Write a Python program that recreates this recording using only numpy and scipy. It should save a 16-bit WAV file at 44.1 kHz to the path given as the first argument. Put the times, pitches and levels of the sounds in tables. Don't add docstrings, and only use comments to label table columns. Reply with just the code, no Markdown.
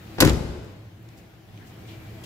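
import sys
import numpy as np
from scipy import signal
from scipy.fft import rfft, irfft
from scipy.io import wavfile
from scipy.ndimage import uniform_filter1d

SR = 44100
rng = np.random.default_rng(int(sys.argv[2]) if len(sys.argv) > 2 else 0)


def volts_from_decibels(level):
    exponent = np.asarray(level, float) / 20
    return 10 ** exponent


def pcm_store(signal):
    levels = np.round(np.clip(np.atleast_2d(signal), -1, 1) * 32767)
    wavfile.write(sys.argv[1], SR, levels.astype(np.int16).T)


N = 99225


def evened(x):
    return x / np.sqrt(np.mean(x ** 2) + 1e-20)


def read(points, hz):
    f, value = np.transpose(points)
    return np.interp(np.log(hz + 1), np.log(f + 1), value)


def add(mix, start_s, sound):
    part = mix[..., round(start_s * SR):][..., :sound.shape[-1]]
    part += sound[..., :part.shape[-1]]


def colour(x, gain):
    hz = np.fft.rfftfreq(x.shape[-1], 1 / SR)
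    return irfft(rfft(x) * gain(hz), x.shape[-1])


def resonate(x, hz, width):
    return signal.lfilter(*signal.iirpeak(hz, hz / width, SR), x)


# frequency [Hz], level per Hz [dB].
FLOOR = [(25, -26), (80, -2), (400, -13.5), (1000, -22.5), (2400, -23), (4500, -30.5), (7500, -36.5),
         (13000, -33)]
# frequency [Hz], width [Hz], level [dB].
HUM = [(112, 19, -44.5), (176, 45, -53.5), (322.8, 21, -55.5), (659.4, 56, -62.5), (759, 81, -62.5)]


def workshop():
    floor_db, patch_db = -45.5, 1.2
    frames, hz = N // 256 + 5, np.fft.rfftfreq(1024, 1 / SR)
    re, im, patches = rng.standard_normal((frames, 513, 2, 3)).T
    patches = uniform_filter1d(patches[0], size=10, axis=0)
    patches = evened(uniform_filter1d(patches, size=12, axis=1))
    z = (re + 1j * im) * volts_from_decibels(read(FLOOR, hz)[:, None] + patch_db * patches)
    air = signal.istft(z, nperseg=1024, noverlap=768)[1][:, :N]
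    air = volts_from_decibels(floor_db) * evened(air)
    noise = rng.standard_normal((2, N))
    hum = np.zeros((2, N))
    for f, width, db in HUM:
        tone = resonate(resonate(noise, f, width), f, width)
        hum += volts_from_decibels(db) * evened(tone)
    return air + hum


# start in seconds [s], level [dB], length [ms], centre [Hz], width [octaves].
SMALL_SOUNDS = [(.12, -74, 29, 1600, .4), (0.644, -48, 11.9, 8830, 2.1), (1.043, -59, 3.5, 3670, 0.34),
                (1.169, -49.5, 59, 5940, 2.6), (1.487, -51, 8.4, 3400, .2), (1.599, -52.5, 110, 1730, 0.27),
                (1.66, -53.5, 74, 6000, 2.1), (1.856, -55, 180, 3000, 2.3), (1.798, -61.5, 710, 2337, 0.015),
                (1.99, -60, 35, 2224, 0.018), (2.08, -61.5, 68, 2335, 0.01), (2.129, -60, 186, 1956, 0.0086),
                (2.235, -45.5, 30, 6000, 1.5), (2.233, -50.5, 48, 3300, .09), (2.235, -54, 40, 3950, .05),
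                (2.235, -52, 40, 2800, .05), (1.467, -58, 2.5, 11030, 0.54), (1.49, -63, 2.7, 13200, .6),
                (.2212, -17, 3.5, 4000, 1.3), (.2958, -14, 3.5, 4300, .8), (.2038, -16, 8, 14000, .18),
        (.2745, -21, 3, 4500, .8), (.3, -24, 14, 2200, .7), (.3325, -24, 3.5, 7000, 1.4),
        (.262, -24, 50, 2000, .9), (1.0278, -39, 2.6, 14300, .35), (1.088, -46, 6, 4300, 1.1),
        (1.575, -46, 6, 2300, 1.1), (2.1, -58, 300, 645, 0.06), (1.875, -50, 110, 2900, .6)]


def tick(level_db, length_ms, centre_hz, octaves):
    u = np.arange(32768) * 1000 / SR / length_ms
    noise = rng.standard_normal((2, 32768))
    band = colour(noise, lambda hz: np.exp(-(np.log2(hz / centre_hz + 1e-3) / octaves) ** 2))
    envelope = np.minimum(u / 0.12, 1) * np.exp(-2.5 * u ** 2)
    return volts_from_decibels(level_db) * evened(band) * envelope


# start in seconds [s], level [dB], hold [ms], 60 dB fade [ms], tilt [dB per octave].
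RATTLES = [(.1825, -35, 30, 20, -13), (.2037, -14.5, 5, 50, -.6), (.2105, -17, 0.79, 13.3, -5),
           (.214, -23.5, 30, 44.4, -10), (.256, -26, 45, 25, -6.5), (.2212, -17, 5.1, 24, -7),
           (.2295, -22, 2.1, 13, -4), (.2482, -17, 3.5, 20, -4.5), (.259, -26, 1.7, 17, -2.5),
           (.268, -24, 1.5, 14, -2.5), (.2742, -24, 1.5, 18, -4), (.301, -29, 9, 20, -10),
           (.2935, -31, 1.5, 12, -1.5), (.2958, -22, 1.5, 14, -4.5)]
# frequency [Hz], level per Hz [dB].
LATCH = [(500, -7.5), (1200, -4), (3200, -3), (4600, -2.5), (7200, -5), (11500, -1), (14200, -11),
         (15800, -9)]
# frequency [Hz], width [Hz], level [dB].
LATCH_RINGS = [(2870, 230, -33), (4660, 450, -20), (5180, 285, -5.5), (6220, 520, -16), (8200, 200, -11.5),
               (11300, 1500, -7.5)]


def rattle(level_db, hold_ms, fade_ms, tilt_db):
    clicks_per_s, spread_db, size = 20000, 4.5, 4096
    t_ms = np.arange(size) * 1000 / SR
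    strength = volts_from_decibels(spread_db * np.minimum(rng.exponential(1, size), 2.5))
    struck = rng.random(size) < clicks_per_s / SR
    clicks = rng.standard_normal((2, size)) * strength * struck
    rings = sum(volts_from_decibels(db) * resonate(clicks, hz, width) for hz, width, db in LATCH_RINGS)
    clicks = clicks + 0.64 * rings
    steel = colour(clicks, lambda hz: volts_from_decibels(read(LATCH, hz) + tilt_db * np.log2(hz / 5000 + 0.17)))
    fade = volts_from_decibels(level_db - 60 * np.maximum(t_ms - hold_ms, 0) / fade_ms)
    return evened(steel) * np.minimum(t_ms / 0.26, 1) * fade


# start in seconds [s], signed strength [linear], contact [ms].
BLOWS = [(0.185, 0.04, 1.55), (0.1891, -0.05, 1.96), (0.198, -0.011, 1.5), (0.209, 0.15, 1.2),
         (0.215, -0.092, 0.78), (0.2183, -0.048, 0.68), (0.2212, 0.34, 0.71), (0.2251, -0.21, 1.2),
         (0.2304, 0.48, 1.04), (0.234, 0.18, 1.1), (0.2435, -0.39, 1.3), (0.2476, 0.26, 1.3),
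         (0.2526, .4, 1.3), (0.258, 0.7, 2.4), (.2636, -0.76, 1.86), (0.2688, 0.081, 1.3),
         (0.2796, -0.48, 1.24), (0.296, 0.11, 3.2), (0.302, 0.5, 2.9), (0.3107, -0.26, 2.1),
         (.327, -0.52, 4.1), (.342, -0.23, 1.5), (0.371, 0.47, 3.1), (0.408, 0.29, 2.65),
         (0.446, 0.28, 4.1), (0.493, 0.22, 4.7), (.58, 0.081, 4.5)]
# frequency [Hz], level [dB], 60 dB decay [s].
PANEL = [(66.9, -8, 0.27), (102, -8, 0.085), (144.3, -0.5, 0.074), (224, 2.5, 0.043), (271, 2, 0.039),
         (314.7, 2.5, 0.08), (392.6, 0.5, 0.092), (515, 5, 0.056), (667, 9, 0.013), (880, 2, 0.04),
         (1030, -3, 0.049), (1200, -11, 0.035), (1453, -13, .05), (2130, -19, .03)]


def thud():
    push, t = np.zeros(N), np.arange(SR // 2) / SR
    for start_s, strength, contact_ms in BLOWS:
        bump = np.hanning(max(int(contact_ms * SR / 500), 50))
        add(push, start_s, strength * bump / np.sqrt(bump.sum()))
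    hz, db, t60 = np.transpose(PANEL)[..., None]
    decay = volts_from_decibels(db - 60 * t / t60)
    quarter_turns = rng.choice([-1, 1], hz.shape) / 4
    views = []
    for detune, turn in ((1, 0), (1.02, quarter_turns)):
        modes = decay * np.cos(2 * np.pi * (hz * detune * t + turn))
        views.append(modes.sum(0))
    return 0.049 * signal.fftconvolve(push[None], np.array(views), axes=1)[:, :N]


# frequency [Hz], 60 dB decay [s].
HALL_T60 = [(60, 2.65), (250, 1.074), (1000, 1.14), (3000, 1.23), (6000, 0.93), (11000, 0.87),
            (15000, 0.56)]
# frequency [Hz], level [dB].
HALL_COLOUR = [(50, -13), (150, -0.5), (310, 6.5), (750, 12), (1200, 6.5), (3000, 4), (8000, 5.5),
               (11000, 0), (14000, 7)]


def hall(x):
    hall_db, rise_s, scatter_hz = -8.5, 0.0067, 31
    size = 2 * SR
    taps = np.zeros((6, size))
    at = np.arange(200, size - 20, 20) + rng.integers(0, 20, (6, (size - 201) // 20))
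    np.put_along_axis(taps, at, rng.choice([-1., 1.], at.shape), 1)
    hz, t, z = signal.stft(taps, SR, nperseg=512)
    z = z * volts_from_decibels(read(HALL_COLOUR, hz)[:, None] - 60 * t / read(HALL_T60, hz)[:, None])
    tail = signal.istft(z, SR, nperseg=512)[1][:, :size]
    tail = tail * np.minimum(np.arange(size) / SR / rise_s, 1)
    phase = scatter_hz * np.arange(N) / SR + np.arange(6)[:, None] // 2 / 3
    feed = x * np.sqrt(2 / 3) * np.cos(2 * np.pi * phase)
    wet = signal.fftconvolve(feed, tail / np.linalg.norm(tail[0]), axes=1)[:, :N]
    return volts_from_decibels(hall_db) * wet.reshape(3, 2, N).sum(0)


def ports(a, b, same, lead_us, left):
    hz = np.fft.rfftfreq(N, 1 / SR)
    likeness = np.clip(read(same, hz), 0, 1)
    half = volts_from_decibels(read(left, hz) / 2) * np.exp(1j * np.pi * hz * lead_us / 1e6)
    shared = np.sqrt((1 + likeness) / 2) * rfft(a)
    apart = np.sqrt((1 - likeness) / 2) * rfft(b)
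    return irfft(np.array([(shared + apart) * half, (shared - apart) / half]), N)


# frequency [Hz], left-right likeness [0 to 1].
NEAR_SAME = [(60, .93), (250, 0.76), (600, 0.66), (1400, 1), (3000, 0.7), (7000, 0.23), (14000, 0.13)]
# frequency [Hz], left minus right [dB].
NEAR_LEFT = [(60, 4), (250, -0.5), (600, 5), (1600, 2), (5000, -0.5), (9000, 2.5), (13000, 4.5)]
# frequency [Hz], left-right likeness [0 to 1].
FAR_SAME = [(60, 0.95), (250, 0.97), (600, 0.47), (1400, 0.1), (3000, 0.039), (7000, 0.16), (14000, .2)]
# frequency [Hz], left minus right [dB].
FAR_LEFT = [(60, -1.5), (600, 3.5), (3000, 1.5), (14000, 3.3)]


def scene():
    slam_db = 4.5
    door, small = thud(), np.zeros((2, N))
    for start_s, *row in RATTLES:
        add(door, start_s, rattle(*row))
    for start_s, *row in SMALL_SOUNDS:
        add(small, start_s, tick(*row))
    door = volts_from_decibels(slam_db) * door
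    far = hall(door[0]) + workshop() + small
    near_ports = ports(*door, NEAR_SAME, lead_us=147, left=NEAR_LEFT)
    far_ports = ports(*far, FAR_SAME, lead_us=27, left=FAR_LEFT)
    return near_ports + far_ports


def low_pass(x):
    return signal.sosfilt(signal.butter(12, 17080, fs=SR, output="sos"), x)


# time in seconds [s], gain [dB].
GAIN = [(0, -2), (0.183, 2), (0.264, -8.5), (.42, -10.5), (0.679, -7.5), (.88, -8.5), (1.04, -8.5),
        (1.112, -6), (1.3, -7), (1.45, -8), (1.578, -4), (1.8, -2.5), (2.25, -0.3)]
# frequency [Hz], gain [dB].
MIC = [(7500, 1.89), (9400, -5.5), (11000, -1), (15600, -0.5), (16100, -31), (17000, -62.5)]


def record(dry):
    low_cut_hz, ceiling = 40, 0.8
    x = signal.sosfilt(signal.butter(2, low_cut_hz, "high", fs=SR, output="sos"), dry)
    x = x * volts_from_decibels(np.interp(np.arange(N) / SR, *np.transpose(GAIN)))
    drive = x / ceiling
    x = ceiling * np.tanh(drive ** 3 / 3 + drive)
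    x = colour(x, lambda hz: volts_from_decibels(read(MIC, hz)))
    return low_pass(x)


dry = scene()
out = record(dry)
pcm_store(out)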